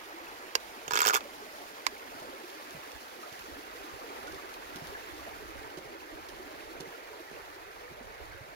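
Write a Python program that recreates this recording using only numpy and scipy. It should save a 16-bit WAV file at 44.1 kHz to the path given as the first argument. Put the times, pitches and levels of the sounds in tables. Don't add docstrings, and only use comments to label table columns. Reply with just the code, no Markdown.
import sys
import numpy as np
from scipy import signal
from scipy.fft import rfft, irfft
from scipy.io import wavfile
from scipy.ndimage import uniform_filter1d

SR = 44100
rng = np.random.default_rng(int(sys.argv[2]) if len(sys.argv) > 2 else 0)


def output_pcm(signal):
    pcm = np.clip(np.atleast_2d(signal).T, -1, 1) * 32767
    wavfile.write(sys.argv[1], SR, np.round(pcm).astype(np.int16))


N = 377040

# (time [s], body [dB], spray [dB], gurgle [dB])
STREAM_LEVELS = [(0, 0.6, 0, -4.5), (1.6, -1.5, 1.8, 1), (2.4, 1, 1.5, 0.5), (3.1, -0.8, 1.4, -2),
                 (4.4, 1.1, 1, 3.5), (5.3, 1.5, 2, 1.2), (5.8, -0.5, -2, -2), (6.5, -0.2, -0.6, 3.5),
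                 (7.5, -1.1, -3.0, 0.5), (8.55, -2.5, -4.5, 2.5)]
# (frequency [Hz], left [dB], right [dB])
STREAM_COLOUR = [(100, -20, -27), (209, -24.5, -16.5), (283.5, -7.5, -4), (382, -7, -1), (650, -4, -3),
                 (870, -2, -2.5), (2140, -8.5, -6.5), (3340, -21, -11.5), (4600, -16, -15),
                 (7420, -28, -18), (7830, -32, -28.5), (8940, -23.5, -24.5), (12600, -20.5, -25.5),
                 (16000, -23.5, -31)]
# (frequency [Hz], likeness [0-1])
PORT_LIKENESS = [(100, 0.16), (260, 1), (430, 0.99), (700, 0.54), (1050, 0.61), (2000, 0.27), (4700, 0.27),
                 (9000, 0.05)]
# (time [s], lead of the left port [ms])
STREAM_BEARING = [(0, 0.36), (1.5, 0.38), (3, 0.47), (8.55, 0.46)]
# (time [s], pitch of the low end [ratio], echo share [0-1])
STREAM_PLACE = [(0, 0.87, 0.00063), (4.5, 0.96, 0), (6.6, 0.96, 0.13), (8.55, 1.76, 0.17)]
# (time [s], starting pitch [Hz], level [dB])
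LARGE_BUBBLES = [(1.25, 560, -32.5), (1.42, 407, -32.5), (2.435, 345, -32.5), (2.96, 857, -41),
                 (3.23, 1235, -35.5), (3.56, 274, -35), (3.75, 473, -36), (3.84, 299, -33.5),
                 (4.04, 460, -33.5), (4.275, 1450, -34), (4.33, 378, -34), (4.39, 1130, -41),
                 (4.44, 387, -34.5), (4.92, 400, -31.5), (4.95, 1690, -31), (5.09, 340, -36),
                 (5.19, 1125, -39), (5.27, 670, -35), (5.31, 850, -40), (6.125, 315, -32),
                 (6.18, 318, -36.5), (6.395, 360, -31), (6.46, 282, -37.5), (6.53, 304, -38),
                 (6.76, 650, -40), (6.91, 397, -39), (6.99, 510, -38), (7.10, 434, -35), (7.13, 955, -42),
                 (7.20, 338, -35), (7.56, 367, -37.5), (8.28, 1110, -48), (8.38, 552, -41)]
# (frequency [Hz], level [dB])
SPRAY_COLOUR = [(500, -22), (1500, 1.5), (2600, -2.5), (5000, -0.5), (7000, -9.5), (8200, -15.5),
                (11000, -8.5), (15500, -8)]
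# (time [s], level [dB])
BREEZE_LEVELS = [(0, -64.5), (2.3, -65), (3.25, -71), (3.45, -59.5), (4.15, -63), (4.35, -55), (4.7, -62),
                 (4.9, -53), (5.6, -55), (5.95, -61), (6.2, -58.5), (6.55, -55.5), (6.8, -60), (7.2, -64),
                 (7.5, -61), (7.85, -58), (8.1, -53.5), (8.55, -54.5)]
# (time [s], level before the cut at each port [dB])
EDDY_PUFFS = [(2.96, -51), (3.41, -62), (3.53, -52), (3.82, -59), (3.94, -49), (4.33, -62), (5.13, -57),
              (5.58, -48.5), (6.15, -54), (8.24, -57), (8.31, -58)]
# (frequency [Hz], level [dB])
BREEZE_COLOUR = [(10, -26), (25, 0.5), (45, 3.5), (80, 0.5), (150, -11), (300, -45), (900, -48)]
# (time [s], thud [dB], thud pitch [Hz], knock [dB], grit [dB],
# toe delay [s], toe thud [dB], toe pitch [Hz])
FOOTSTEPS = [(0.876, -43, 149, -52, -53, 0.05, -46, 150), (2.15, -54.5, 170, -60, -58, .065, -51, 150),
             (2.746, -42.5, 168, -58, -66, .025, -52, 130), (3.320, -52.5, 130, -57, -48, 0.067, -59, 150),
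             (4.27, -62, 200, -58, -41.5, .088, -50.5, 150), (4.757, -42, 175, -39, -38, 0.062, -41, 150),
             (5.279, -50, 200, -48, -58, 0.058, -55, 150), (5.772, -45, 170, -34.5, -39.5, .080, -50, 140),
             (6.285, -59, 150, -47, -40.5, .065, -66, 150),
             (6.802, -42.5, 168, -38, -36.5, 0.069, -49, 170), (7.312, -53, 160, -42, -49, 0.074, -60, 150),
             (7.910, -45, 160, -45, -58, .098, -42, 252), (8.409, -43, 110, -60, -61, 0.078, -53, 150)]
# (frequency [Hz], level [dB])
GRIT_COLOUR = [(400, -20), (1200, -14), (3000, 9), (6500, 7), (8200, -4.5), (11000, 2), (15500, -9)]
# (time [s], level [dB])
GRIT_TICKS = [(2.1994, -44), (2.4996, -44), (2.7077, -42), (2.9177, -40.5), (3.3258, -42), (3.3932, -42),
              (4.3226, -43), (4.345, -44), (4.5396, -42), (4.8703, -40)]
# (time [s], strength [dB], brightness [dB], ring of the wall before damping [dB])
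GRIP_SLIPS = [(0.8792, -3, -8.5, -4), (0.908, -0.5, -6, 4), (.9192, -5, -6, 4), (0.9346, 0.5, -2, 5),
              (0.9428, -2.5, -6, -1), (0.9546, 3, -3, 2), (.9630, -1, -7, -3), (.973, 4, -4, 3.5),
              (.9802, -6, -5, 0), (0.9898, 4, -3, 1), (1.004, 4, -2, 2.5), (1.0172, 4, 1, 5),
              (1.0292, -.5, -4, 4.5), (1.0402, -2, -7, 6), (1.051, 0, -2, 7), (1.0601, 3.2, -1, 3),
              (1.0698, 8, 2, -6), (1.0788, 6.5, 3, -1), (1.0868, 6.5, 2, -8), (1.0962, 1.5, 3, 6),
              (1.1053, -3.5, -6, 8), (1.1276, -7, -2, 5), (1.1343, 0.5, 3, 5.5), (1.1419, 4.5, 5.5, -1),
              (1.1493, 6.5, -2, -7), (1.1565, -1, -4, 8.5), (1.1653, 0, 5, -12), (1.172, -8.5, -3, 11),
              (1.2064, -13, -11, 3)]
# (frequency [Hz], width [Hz], level [dB])
CASE_MODES = [(438, 85, 1), (780, 61, -1), (968, 69, 4), (1256, 87, 7.5), (1433, 81, 7), (1567, 46, -4),
              (1690, 40, 2.5), (2250, 190, -2.5), (2600, 130, -3), (2820, 110, -3), (3180, 89, 0),
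              (3525, 73, 1), (4800, 1400, -5), (5600, 460, -6), (6720, 190, 0), (7420, 260, -4.5),
              (9700, 4100, -18), (11930, 590, -8), (14700, 670, -8)]
# (frequency [Hz], level against the right [dB])
CASE_FAR_PORT = [(400, -5.5), (800, -8.5), (1400, 0.5), (2000, -7), (3000, -13.5), (5000, -12),
                 (9000, -18.5), (13000, -7), (15000, -12)]
# (time [s], energy [dB], low cut-off [Hz], rebound delay [s], rebound [dB])
SEAM_SNAPS = [(.5528, 8, 380, .0036, -11.5), (1.8662, 6.5, 640, .0044, -14)]
# (frequency [Hz], width [Hz], first snap [dB], second snap [dB])
SEAM_MODES = [(463, 93, -1.5, -24), (600, 110, -16, -24), (880, 120, -12, -11), (1034, 83, -2, 7),
              (1220, 140, -8, -8), (1595, 83, 5, -13), (1940, 140, 0.5, -4), (2220, 210, -15, -1),
              (2400, 84, -16, -12), (2790, 150, -0.5, -20), (3500, 260, -16, -9.5), (4150, 340, -2.5, -12),
              (4840, 280, -0.5, -1), (5530, 300, -3, -18), (6700, 350, -5.5, -11), (7200, 200, -9, -12),
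              (11300, 950, -15, -37), (14500, 1800, -22, -28)]
# (frequency [Hz], level against the right [dB])
SEAM_FAR_PORT = [(450, -5.5), (1000, -11), (1500, -6.5), (2200, -6.5), (3000, -8), (4500, -10.5),
                 (9000, -16), (13000, -5)]

SURGE_HZ, SURGE_DB = 2.5, 0.42
GULP_HZ, GULP_DB = 4, 1.4
ROAD_ECHO_S, ROAD_ECHO_HZ = 0.000487, 4470
GUST_HZ, GUST_DB = 9, 2.5
KNOCK_HZ = 363
TOE_KNOCK_DB, TOE_GRIT_DB = -15, -15
WALL_HZ, WALL_OCTAVES = 1220, 0.77
WALL_DAMP_DB = 0.5
EDGE_HZ = 15850


def amp(db):
    return 10 ** (np.asarray(db) / 20)


def unit(x):
    return x / np.sqrt(np.mean(x ** 2) + 1e-20)


def at_hz(table, hz, axis=1):
    rows = np.array(table, float)
    return np.interp(np.log(hz + 1), np.log(rows[:, 0] + 1), rows[:, axis])


def at_time(table, t, axis=1):
    rows = np.array(table, float)
    return np.interp(t, rows[:, 0], rows[:, axis])


def add(mix, s, sound):
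    part = mix[:, max(round(s * SR), 0):][:, :sound.shape[-1]]
    part += sound[..., :part.shape[-1]]


def coloured(x, table):
    size = x.shape[-1]
    gain = amp(at_hz(table, np.fft.rfftfreq(size, 1 / SR)))
    return unit(irfft(rfft(x) * gain, size))


def wander(t, top_hz, count=24):
    rates = top_hz * np.geomspace(1 / 10, 1, count)
    return unit(sum(np.sin(2 * np.pi * (hz * t + rng.random())) for hz in rates))


def resonance(hz, centre_hz, width_hz):
    return 1 / (1 + ((hz ** 2 - centre_hz ** 2) / (width_hz * (hz + 1))) ** 2)


def ringing(modes, hz):
    return np.sqrt(sum(amp(db) ** 2 * resonance(hz, f, width) for f, width, db in modes))


def causal(gain):
    log_gain = np.log(np.maximum(gain, 1e-5))
    circle = np.concatenate([log_gain, log_gain[-2:0:-1]])
    return np.exp(np.conj(signal.hilbert(circle)))[:len(gain)]


def road_echo(hz, t):
    share = np.clip(at_time(STREAM_PLACE, t, axis=2), 0, 1) / (1 + (hz / ROAD_ECHO_HZ) ** 2)
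    return np.abs(1 + share * np.exp(-2j * np.pi * hz * ROAD_ECHO_S))


def patches(noise, frames, bins):
    return unit(uniform_filter1d(uniform_filter1d(noise, size=frames, axis=0), size=bins, axis=1))


def rush(level_db=-46, patch_db=2.0, flicker_db=1.0, tumble_db=1.5, hollow_hz=650, spray_hz=3000):
    hz = np.fft.rfftfreq(1024, 1 / SR)
    t = np.arange(N // 256 + 5)[:, None] * 256 / SR
    a, b, c, d, splash, tumble = rng.standard_normal((6, len(t), len(hz)))
    splash = patches(splash, frames=4, bins=8)
    tumble = patches(tumble, frames=9, bins=4)
    flicker = unit(uniform_filter1d(rng.standard_normal(t.shape), size=4, axis=0))

    low = 1 / (1 + (hz / hollow_hz) ** 4)
    high = 1 / (1 + (spray_hz / (hz + 1)) ** 4)
    gurgle_db = at_time(STREAM_LEVELS, t, axis=3) + GULP_DB * wander(t, GULP_HZ) + tumble_db * tumble
    spray_db = at_time(STREAM_LEVELS, t, axis=2) + flicker_db * flicker
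    body_db = at_time(STREAM_LEVELS, t)
    field_db = low * gurgle_db + high * spray_db + (1 - low - high) * body_db
    field_db = field_db + SURGE_DB * wander(t, SURGE_HZ) + patch_db * splash * (1 - high / 2)

    same = np.clip(at_hz(PORT_LIKENESS, hz), 0, 1)
    right = a + 1j * b
    lead = np.exp(2j * np.pi * hz * at_time(STREAM_BEARING, t) / 1000)
    left = same * right * lead + np.sqrt(1 - same ** 2) * (c + 1j * d)

    colour_hz = hz / at_time(STREAM_PLACE, t) ** low
    left = left * amp(at_hz(STREAM_COLOUR, colour_hz))
    right = right * amp(at_hz(STREAM_COLOUR, colour_hz, axis=2))
    ports = np.array([left, right]) * amp(field_db) * road_echo(hz, t)
    wash = signal.istft(ports.swapaxes(1, 2), nperseg=1024, noverlap=768)[1][:, :N]
    return amp(level_db) * unit(wash)


def bubble(t, hz, decay_s, rise):
    age = t / decay_s
    onset = 1 - np.exp(-t * hz / 2)
    return np.sin(2 * np.pi * hz * t * (1 + rise * age / 2)) * np.exp(-age) * onset


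def bubbles(level_db=-53.0, per_s=260, spread_db=5.0, cycles=8, rise=0.026, low_hz=290, high_hz=2600,
            slope_db=4.5, left_db=-2, count=36):
    t, now, swarm = np.arange(8192) / SR, np.arange(N) / SR, np.zeros(N)
    for hz in np.geomspace(low_hz, high_hz, count):
        births = rng.random(N) < per_s / count / SR
        train = births * amp(spread_db * np.minimum(rng.exponential(1, N), 3.5))
        rings = signal.oaconvolve(train, bubble(t, hz, cycles / hz, rise))[:N]
        swarm += rings * amp(slope_db * np.log10(hz / low_hz))
    right = unit(swarm) * amp(level_db + at_time(STREAM_LEVELS, now))
    left = np.interp(now + at_time(STREAM_BEARING, now) / 1000, now, right)
    return np.array([amp(left_db) * left, right])


def droplets(level_db=-60, per_s=260, spread_db=3.3, burst_s=0.0011, left_db=-2, count=16):
    out, t = np.zeros((2, N)), np.arange(512) / SR
    for _ in range(count):
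        births = rng.random(N) < per_s / count / SR
        train = births * amp(spread_db * np.minimum(rng.exponential(1, N), 3))
        splat = coloured(rng.standard_normal((2, len(t))), SPRAY_COLOUR) * np.exp(-t / burst_s)
        out += signal.oaconvolve(train[None], splat, axes=1)[:, :N]
    spray_db = at_time(STREAM_LEVELS, np.arange(N) / SR, axis=2)
    return unit(out) * amp(level_db + spray_db) * amp([[left_db], [0]])


def lesser_plops(level_db=-42, spread_db=2, low_hz=380, high_hz=2400, count=28):
    return [(when * N / SR, low_hz * (high_hz / low_hz) ** (small ** 2), level_db + spread_db * (2 * near - 1))
            for when, small, near in rng.random((count, 3))]


def plops(ring_s=0.011, rise=0.016, left_db=-2, lead_s=0.00021):
    out, t = np.zeros((2, N)), np.arange(8192) / SR
    late = np.maximum(t - lead_s, 0)
    for s, hz, db in list(LARGE_BUBBLES) + lesser_plops():
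        left = amp(left_db) * bubble(t, hz, ring_s, rise)
        right = bubble(late, hz, ring_s, rise)
        add(out, s, amp(db) * np.array([left, right]))
    return out


def breeze(left_db=-8.0, right_db=-2.0, puff_s=0.018):
    t = np.arange(N) / SR
    gust = amp(at_time(BREEZE_LEVELS, t) + GUST_DB * wander(t, GUST_HZ, count=10))
    gust = gust + sum(amp(db) * np.exp(-((t - s) / puff_s) ** 2) for s, db in EDDY_PUFFS)
    buffet = coloured(rng.standard_normal((2, N)), BREEZE_COLOUR)
    return buffet * gust * amp([[left_db], [right_db]])


def footfalls():
    for s, thud_db, thud_hz, knock_db, grit_db, toe_s, toe_db, toe_hz in FOOTSTEPS:
        yield s, thud_db, thud_hz, knock_db, grit_db
        yield s + toe_s, toe_db, toe_hz, knock_db + TOE_KNOCK_DB, grit_db + TOE_GRIT_DB


def steps(thud_s=0.0079, knock_s=0.0065, scuff_s=0.03, scuff_db=-7, grit_s=0.01, grain_db=14.0,
          sole_width_hz=260, left_db=-5.5, right_db=0.0):
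    out, t, hz = np.zeros((2, N)), np.arange(8192) / SR, np.fft.rfftfreq(8192, 1 / SR)
    landing = 1 - np.exp(-t / 0.0021)
    for s, thud_db, thud_hz, knock_db, grit_db in footfalls():
        grains = rng.standard_normal((2, len(t)))
        grains = grains * amp(grain_db * np.minimum(rng.exponential(1, (2, len(t))), 4))
        sound = amp(grit_db) * coloured(grains, GRIT_COLOUR) * np.exp(-t / grit_s)
        for db, ring_hz, ring_s in (thud_db, thud_hz, thud_s), (knock_db, KNOCK_HZ, knock_s):
            sole = np.sqrt(resonance(hz, ring_hz, sole_width_hz) / (1 + (hz / 900) ** 2))
            rub = unit(irfft(rfft(rng.standard_normal(len(t))) * sole))
            scuff = amp(scuff_db) * rub * np.exp(-t / scuff_s)
            ring = 2 * np.sin(2 * np.pi * ring_hz * t) * np.exp(-t / ring_s)
            sound = sound + amp(db) * (ring + scuff)
        add(out, s, sound * landing * amp([[left_db], [right_db]]))
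    return out


def ticks(decay_s=0.0038, left_db=-3):
    out, t = np.zeros((2, N)), np.arange(1024) / SR
    for s, db in GRIT_TICKS:
        burst = coloured(rng.standard_normal((2, len(t))), GRIT_COLOUR) * np.exp(-t / decay_s)
        add(out, s, amp(db) * burst * amp([[left_db], [0]]))
    return out


def crack(energy_db, body, far_port, rough, rough_hz, slip_s, rise_s, tail_db, tail_s, shudder_hz,
          rebound_s, rebound_db, travel_s, lag_s=0.00032, size=4096):
    t, hz = np.arange(size) / SR, np.fft.rfftfreq(size, 1 / SR)
    jolt = np.exp(-4j * np.pi * travel_s * np.sqrt(1000 * hz))
    jolt = jolt * (1 + amp(rebound_db) * np.exp(-2j * np.pi * hz * rebound_s))

    force = np.exp(-t / slip_s) * (1 - np.exp(-(t / rise_s) ** 2))
    force = force + amp(rebound_db) * np.interp(t - rebound_s, t, force)
    strength = np.linalg.norm(force)
    noise = rfft(rng.standard_normal((2, size)) * force / strength)
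    shudder = rfft(rng.standard_normal((2, size)) * amp(tail_db) * np.exp(-t / tail_s) / strength)
    scrape, stray = noise + shudder / np.sqrt(1 + (hz / shudder_hz) ** 2)

    rough = 1 - (1 - np.clip(rough, 0, 1)) / (1 + (hz / rough_hz) ** 2)
    near = np.sqrt(1 - rough) * jolt + np.sqrt(rough) * scrape
    same = 1 / (1 + (hz / 5000) ** 2)
    far = (same * near + np.sqrt(1 - same ** 2) * stray) * np.exp(-2j * np.pi * hz * lag_s)
    left = irfft(far * causal(body * amp(at_hz(far_port, hz))))
    right = irfft(near * causal(body))
    return amp(energy_db) * np.array([left, right])[:, :size // 2] / np.linalg.norm(right)


def creak(level_db=0.0, detune=0.008, scatter_db=3.5, rebound_s=0.0043, rebound_spread=0.15):
    out, hz = np.zeros((2, N)), np.fft.rfftfreq(4096, 1 / SR)
    treble = at_hz([(5000, 0), (11000, 1)], hz)
    wall = np.exp(-(np.log2((hz + 1) / WALL_HZ) / WALL_OCTAVES) ** 2)
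    for s, strength_db, bright_db, ring_db in GRIP_SLIPS:
        shifts = rng.standard_normal((len(CASE_MODES), 2))
        modes = [(f * (1 + detune * bend), width, db + scatter_db * damp)
                 for (f, width, db), (bend, damp) in zip(CASE_MODES, shifts)]
        case = ringing(modes, hz)
        body = case * amp(bright_db * treble + (ring_db - WALL_DAMP_DB) * wall)
        body_db = 20 * np.log10(np.linalg.norm(body) / np.linalg.norm(case))
        rebound = rebound_s * np.exp(rebound_spread * rng.standard_normal())
        slip = crack(level_db + strength_db + body_db, body, CASE_FAR_PORT, rough=0.18, rough_hz=2380,
                     slip_s=0.0011, rise_s=0.0008, tail_db=-16.5, tail_s=0.0089, shudder_hz=8000,
                     rebound_s=rebound, rebound_db=-11.5, travel_s=0.001793)
        add(out, s, slip)
    return out


def snaps():
    out, hz = np.zeros((2, N)), np.fft.rfftfreq(4096, 1 / SR)
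    for k, (s, energy_db, lowest_hz, rebound_s, rebound_db) in enumerate(SEAM_SNAPS):
        modes = [(f, width, dbs[k]) for f, width, *dbs in SEAM_MODES]
        seam = ringing(modes, hz) / np.sqrt(1 + (lowest_hz / (hz + 1)) ** 8)
        snap = crack(energy_db, seam, SEAM_FAR_PORT, rough=0.11, rough_hz=9000,
                     slip_s=0.0014, rise_s=0.0009, tail_db=-12.5, tail_s=0.0055, shudder_hz=9000,
                     rebound_s=rebound_s, rebound_db=rebound_db, travel_s=0.001097)
        add(out, s, snap)
    return out


def scene():
    return rush() + bubbles() + droplets() + plops() + breeze() + steps() + ticks() + creak() + snaps()


def record(dry, notch_hz=6850, notch_width_hz=520, notch_db=-22):
    hz = np.fft.rfftfreq(N, 1 / SR)
    notch = amp(notch_db * np.exp(-((hz - notch_hz) / notch_width_hz) ** 4))
    ports = np.array([irfft(rfft(dry[0]) * notch, N), dry[1]])
    band = signal.firwin(511, EDGE_HZ, window=("kaiser", 9), fs=SR)
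    return signal.oaconvolve(ports, band[None], "same")


dry = scene()
out = record(dry)
output_pcm(out)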